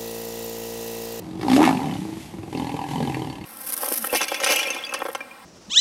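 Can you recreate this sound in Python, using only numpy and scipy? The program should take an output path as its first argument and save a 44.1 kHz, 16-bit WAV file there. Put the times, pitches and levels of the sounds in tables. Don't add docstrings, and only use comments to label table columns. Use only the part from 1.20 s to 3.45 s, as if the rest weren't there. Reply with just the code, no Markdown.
import sys
import numpy as np
from scipy import signal
from scipy.fft import rfft, irfft, next_fast_len
from scipy.io import wavfile
from scipy.ndimage import uniform_filter1d, map_coordinates

SR = 44100
rng = np.random.default_rng(int(sys.argv[2]) if len(sys.argv) > 2 else 0)


def log_audio(samples):
    frames = np.atleast_2d(samples).T
    limited = np.clip(frames, -1, 1)
    pcm = np.round(limited * 32767).astype(np.int16)
    wavfile.write(sys.argv[1], SR, pcm)


N = 99225
CLOCK = np.arange(N) / SR
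TOP_HZ = 12950


def amp(db):
    return 10 ** (np.asarray(db) / 20)


def unit(x):
    return x / np.sqrt(np.mean(x ** 2) + 1e-20)


def along(points, hz):
    knots_hz, values = np.transpose(points)
    return np.interp(np.log(hz + 1), np.log(knots_hz + 1), values)


def at(rows, times):
    knots_s, *columns = np.transpose(rows)
    return [np.interp(times, knots_s, column) for column in columns]


def wobble(rate_hz):
    return map_coordinates(rng.standard_normal(4096), [CLOCK * rate_hz], mode="wrap")


def band(x, low_hz, high_hz, order=2):
    return signal.sosfilt(signal.butter(order, [low_hz, high_hz], "bandpass", fs=SR, output="sos"), x)


def coloured(x, spectrum, size=4096):
    cepstrum = irfft(np.log(amp(along(spectrum, np.fft.rfftfreq(size, 1 / SR)))))
    cepstrum[1:size // 2] *= 2
    cepstrum[size // 2 + 1:] = 0
    impulse = irfft(np.exp(rfft(cepstrum)))
    return signal.fftconvolve(x, impulse / np.linalg.norm(impulse))[:N]


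# (frequency [Hz], relative level [dB])
AIR_EQ = [(20, -23), (40, -5), (140, 0.5), (330, -7), (500, -16), (850, -12), (1400, -27.5), (13000, -43)]
def outdoors(level_db=-40):
    return amp(level_db) * unit(coloured(rng.standard_normal(N), AIR_EQ))


# (frequency [Hz], time to fall 60 dB [s])
THICKET_DECAY = [(100, 0.39), (1000, 0.12), (10000, 0.076)]
def thicket(x, predelay_s=0.005):
    send = band(x, 350, TOP_HZ, order=1)
    hz, t, noise = signal.stft(rng.standard_normal(SR // 2), SR, nperseg=256)
    fade = amp(-60 * t / along(THICKET_DECAY, hz)[:, None])
    tail = signal.istft(noise * fade, SR, nperseg=256)[1]
    impulse = np.pad(tail, (int(predelay_s * SR), 0)) / np.linalg.norm(tail)
    return signal.fftconvolve(send, impulse)[:N]


# (frequency [Hz], relative level [dB])
GRASS_EQ = [(300, -33), (900, -10.5), (2000, 5), (4000, 1.5), (7000, -2), (10000, -3.5), (13000, -5.5)]
# (time [s], level [dB])
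RUSTLE_LEVEL = [(0, -56.5), (.17, -56.5), (.26, -45), (.3, -39), (.365, -30), (.4, -37), (.5, -38.5),
                (.62, -46), (.78, -45), (.9, -47.5), (1.02, -44.5), (1.2, -55), (1.28, -53), (1.39, -45.5),
                (1.65, -50), (1.72, -41.5), (1.82, -45.5), (1.95, -45.5), (2.12, -51), (2.25, -58)]
def grass(grain_db=1.5, clump_samples=90):
    clumps = amp(grain_db * unit(uniform_filter1d(rng.standard_normal(N), clump_samples)))
    crackle = unit(coloured(clumps * rng.standard_normal(N), GRASS_EQ))
    return amp(at(RUSTLE_LEVEL, CLOCK)[0]) * crackle


# (time [s], pitch [Hz], level [dB])
SMACK_HITS = [(.573, 2680, -24.5), (0.738, 3160, -29.5), (1.374, 4340, -31.5), (1.445, 3500, -35.5),
              (1.504, 2250, -32.5), (1.829, 4070, -31.5), (1.945, 2160, -23.5)]
def smacks(band_ratio=1.14, decay_s=0.0023, spray_db=-15, size=1500):
    out, t = np.zeros(N), np.arange(size) / SR
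    for start_s, hz, db in SMACK_HITS:
        spray = rng.standard_normal(size)
        tone = unit(band(spray, hz / band_ratio, hz * band_ratio))
        smack = (tone + amp(spray_db) * spray) * np.exp(-t / decay_s)
        out[round(start_s * SR):][:size] += amp(db) * smack
    return out


# (time [s], pitch [Hz], level [dB])
MOAN_GLIDES = [
    [(.46, 195, -50), (.56, 178, -35), (.72, 150, -37), (.93, 130, -49)],
    [(1.685, 165, -50), (1.715, 155, -31), (1.98, 130, -32), (2.2, 118, -50)],
]
def moan(glide, waver_hz=11, rough_db=1.5, overtone_db=-15):
    hz, db = at(glide, CLOCK)
    phase = 2 * np.pi * np.cumsum(hz + waver_hz * wobble(rate_hz=140)) / SR
    fundamental = amp(rough_db * wobble(rate_hz=61)) * np.sin(phase)
    overtone = amp(overtone_db + rough_db * wobble(rate_hz=130)) * np.sin(2 * phase)
    gate = (CLOCK > glide[0][0]) & (CLOCK < glide[-1][0])
    return amp(db) * gate * unit(fundamental + overtone)


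def beats(rate):
    t = np.arange(rate[0][0], rate[-1][0], 1 / SR)
    cycles = np.cumsum(at(rate, t)[0]) / SR
    times = np.interp(np.arange(int(cycles[-1]) + 1), cycles, t)
    return times, 1 / at(rate, times)[0]


def train(times, periods, shapes, db, scatter_db, lead_s=0.001249):
    level = amp(db + scatter_db * rng.standard_normal(len(times)))
    gain = level * np.sqrt(periods * SR / np.sum(shapes ** 2, axis=1))
    starts = np.round(np.maximum(times - lead_s, 0) * SR).astype(int)
    samples = starts[:, None] + np.arange(shapes.shape[1])
    return np.bincount(samples.ravel(), (gain[:, None] * shapes).ravel(), N)[:N]


def ring(modes, tuning, waver, attack_s, uneven_db=0.5, size=3000):
    t, out = np.arange(size) / SR, 0
    for pitch, width_hz, db in modes:
        detune, strength = rng.standard_normal((2, len(tuning), 1))
        hz = pitch * tuning[:, None] * (1 + waver * detune)
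        decay = amp(db + uneven_db * strength) * np.exp(-np.pi * width_hz * t)
        out = out - decay * np.sin(2 * np.pi * hz * t)
    return out * (1 - np.exp(-t / attack_s))


def puffs(count, attack_s, decay_s, leak, leak_s, snap, size=2000):
    t = np.arange(size) / SR
    envelope = (1 - np.exp(-t / attack_s)) * (np.exp(-t / decay_s) + leak * np.exp(-t / leak_s))
    air = rng.standard_normal((count, size)) * envelope
    return air - snap * signal.unit_impulse(size, SR // 1000)


# (frequency [Hz], width [Hz], relative level [dB])
GROWL_THROAT_MODES = [(147.6, 43, -1.8), (274, 33, -0.16), (418, 141, -0.39)]
GROWL_MOUTH_MODES = [(865, 70, 0), (808, 36, -5), (960, 45, -7)]
GROWL_UPPER_MODES = [(1690, 23, -3), (2116, 63, 2.5), (2690, 236, 18), (2985, 71, 5), (3630, 130, 5),
                     (4487, 75, 1.5)]
# (frequency [Hz], relative level [dB])
GROWL_RASP_EQ = [(500, -72), (1000, 18.5), (1400, -3), (1680, 8.5), (2100, 9.5), (2700, 0), (3050, 11),
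                 (3350, 2), (3700, 3.5), (4700, -3.5), (6000, -5), (13000, -9.5)]
def growl(rate, levels):
    times, periods = beats(rate)
    throat_db, mouth_db, rasp_db = at(levels, times)
    steady = np.ones(len(times))
    times = times + .00015 * rng.standard_normal(len(times))
    rings = ring(GROWL_THROAT_MODES, steady, waver=0.082, attack_s=0.0011, uneven_db=3.0)
    throat = band(train(times, periods, rings, throat_db, scatter_db=2.6), 103, 800)
    rings = ring(GROWL_MOUTH_MODES, steady, waver=0.029, attack_s=0.0006)
    mouth = band(train(times, periods, rings, mouth_db, scatter_db=2.5), 740, 1014)
    rings = ring(GROWL_UPPER_MODES, steady, waver=0.023, attack_s=0.0012, uneven_db=6.5)
    upper = band(train(times, periods, rings, rasp_db - 6, scatter_db=3.5), 1270, 6400)
    air = puffs(len(times), attack_s=0.0016, decay_s=0.0045, leak=0.065, leak_s=0.0047, snap=0.63)
    rasp = coloured(train(times, periods, air, rasp_db - 5, scatter_db=2.54), GROWL_RASP_EQ)
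    return throat + mouth + upper + rasp


# (time [s], rate [beats/s])
RATTLE_PULSE = [(.55, 37.6), (.78, 36.2)]
GROWL_PULSE = [(1.3275, 43.2), (1.48, 41.2), (1.63, 40.9), (1.75, 43.5), (1.93, 42.1), (2.08, 36.8),
               (2.25, 33.9)]
# (time [s], throat [dB], mouth [dB], rasp [dB])
RATTLE_LEVELS = [(.55, -33.5, -35.5, -41.5), (.68, -31.5, -43.5, -41.5), (.78, -38.5, -46, -45.5)]
GROWL_LEVELS = [(1.328,-29.5,-37.5,-41.5),(1.401,-26.5,-34,-40.5),(1.54,-32.5,-36.5,-40.5),(1.62,-34.5,-30,-41.5),(1.675,-37,-38.5,-40),(1.75,-26,-32,-41),(1.95,-30,-35.5,-39),(2.08,-34.5,-38,-43),(2.25,-40,-57,-46.5)]
def answering_leopard():
    return growl(RATTLE_PULSE, RATTLE_LEVELS) + growl(GROWL_PULSE, GROWL_LEVELS)


# (time [s], base depth [Hz])
RAGGEDNESS = [(.27, 18), (.31, 7), (.43, 9), (.52, 24), (.7, 24), (.82, 8)]
def gliding_tone(times, periods, db, hz, waver, width_hz, attack_s=0.0029, size=3000):
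    t = np.arange(size) / SR
    push = (1 - np.exp(-t / attack_s)) * np.exp(-np.pi * width_hz * t)
    pitch = hz + waver * at(RAGGEDNESS, CLOCK)[0] * wobble(rate_hz=130)
    trim_db = 10 * np.log10(np.minimum(1, periods * SR * np.sum(push ** 2) / np.sum(push) ** 2))
    swell = train(times, periods, np.tile(push, (len(times), 1)), db + trim_db, scatter_db=1.06)
    return swell * np.sqrt(2) * np.sin(2 * np.pi * np.cumsum(pitch) / SR)


# (time [s], open share [0-1])
MOUTH_OPENING = [(.37, 0), (.415, 1)]
# (frequency [Hz], relative level [dB])
TEETH_RASP_EQ = [(400, -31), (1200, 0), (2900, 0.5), (3550, 4), (4100, -1.5), (4800, 1), (5800, -7),
                 (13000, -18)]
OPEN_RASP_EQ = [(400, -34), (1100, 1.5), (2650, 0.5), (3100, -5), (3600, -5), (4400, -10), (13000, -18.5)]
def snarl_rasp(times, periods, db):
    gape, = at(MOUTH_OPENING, times)
    air = puffs(len(times), attack_s=0.00084, decay_s=0.004, leak=0.06, leak_s=0.0093, snap=1.4)
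    open_mouth = train(times, periods, air, db + 10 * np.log10(gape + 1e-3), scatter_db=2.5)
    teeth = train(times, periods, air, db + 10 * np.log10(1 - gape + 0.00074), scatter_db=1.5)
    return coloured(open_mouth, OPEN_RASP_EQ) + coloured(teeth, TEETH_RASP_EQ)


# (time [s], throat [Hz], mouth [Hz])
JAW_SWEEP = [(0, 315, 800), (.22, 330, 820), (.285, 258, 790), (.33, 256, 800), (.36, 268, 560),
             (.39, 295, 720), (.407, 305, 820), (.428, 324, 900), (.462, 254, 830), (.51, 254, 810),
             (.72, 285, 820), (.98, 335, 820)]
# (frequency [x sweep], width [Hz], relative level [dB])
SNARL_OVERTONE_MODES = [(1.3, 109, 16), (1.7, 147, -6)]
SNARL_MOUTH_MODES = [(1, 105, 0), (1.15, 120, -4), (1.52, 100, -12)]
# (frequency [Hz], width [Hz], relative level [dB])
CHEST_MODES = [(150, 55, 0)]
SNARL_UPPER_MODES = [(1270, 70, 0), (1750, 100, -2), (1930, 80, -2), (2200, 60, -2), (2630, 110, 0),
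                     (3510, 160, -12)]
def snarl(rate, levels, chest_trim_db, chest_cap_db=-33):
    times, periods = beats(rate)
    throat_db, mouth_db, rasp_db = at(levels, times)
    throat_hz, mouth_hz = at(JAW_SWEEP, times)
    chest_db = np.minimum(throat_db + chest_trim_db, chest_cap_db)
    steady = np.ones(len(times))
    rings = ring(CHEST_MODES, steady, waver=0.17, attack_s=0.002)
    chest = band(train(times, periods, rings, chest_db, scatter_db=0.5), 100, 320)
    rings = ring(SNARL_OVERTONE_MODES, throat_hz, waver=0.04, attack_s=0.00027)
    overtone = band(train(times, periods, rings, throat_db - 12, scatter_db=3.5), 243, 935)
    rings = ring(SNARL_MOUTH_MODES, mouth_hz, waver=0.055, attack_s=0.0023)
    mouth = band(train(times, periods, rings, mouth_db - 0.5, scatter_db=0.7), 474, 1590)
    rings = ring(SNARL_UPPER_MODES, steady, waver=0.011, attack_s=0.00016, uneven_db=2.0)
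    upper = band(train(times, periods, rings, rasp_db - 4.5, scatter_db=5.0), 960, 5900)
    rasp = snarl_rasp(times, periods, rasp_db)
    throat_glide, mouth_glide = at(JAW_SWEEP, CLOCK)
    throat = gliding_tone(times, periods, throat_db, throat_glide, waver=1, width_hz=26.6)
    vowel = gliding_tone(times, periods, mouth_db - 4.5, mouth_glide, waver=2.54, width_hz=60)
    return chest + throat + overtone + vowel + mouth + upper + rasp


# (time [s], rate [beats/s])
SNARL_PULSE = [(0, 45.3), (.14, 45.2), (.22, 55.9), (.35, 62.6), (.45, 92.3), (.5, 55), (.6, 40.8),
               (.72, 34.9), (.98, 21.9)]
GRUMBLE_PULSE = [(1.139, 21.5), (1.3, 21.5)]
# (time [s], throat [dB], mouth [dB], rasp [dB])
SNARL_LEVELS = [(0,-43,-59,-57.5),(.18,-38.5,-52.5,-58.5),(0.22,-29,-37,-38.5),(.268,-24,-33.5,-52.5),(0.285,-20.5,-25,-34.5),(.333,-11.5,-29,-28),(.349,-18.5,-34.5,-47),(.364,-15,-27,-29),(.38,-16,-23.5,-47),(.407,-15.5,-18.5,-36.5),(0.43,-14,-22.5,-24),(.442,-28.5,-37,-29.5),(0.45,-18.5,-31.5,-22),(0.477,-19,-19.5,-30.5),(.55,-29,-34.5,-44.5),(.7,-31.5,-38,-52.5),(.85,-36.5,-51.5,-58.5),(.98,-41.5,-47,-57)]
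GRUMBLE_LEVELS = [(1.141, -42.5, -52, -63), (1.2, -38, -50, -62), (1.3, -42, -51, -58)]
def lead_leopard():
    outburst = snarl(SNARL_PULSE, SNARL_LEVELS, chest_trim_db=-0.5)
    grumble = snarl(GRUMBLE_PULSE, GRUMBLE_LEVELS, chest_trim_db=0.5)
    return outburst + grumble


def scene():
    cats = lead_leopard() + answering_leopard() + sum(moan(glide) for glide in MOAN_GLIDES) + smacks()
    echo = amp(-7.5) * thicket(cats)
    return (cats + echo + grass() + outdoors())[None]


def record(dry, low_cut_hz=62):
    x = signal.sosfilt(signal.butter(3, low_cut_hz, "highpass", fs=SR, output="sos"), dry[0])
    size = next_fast_len(N + SR // 2)
    passband = np.fft.rfftfreq(size, 1 / SR) < TOP_HZ
    return irfft(rfft(x, size) * passband, size)[None, :N]


dry = scene()
out = record(dry)
log_audio(out)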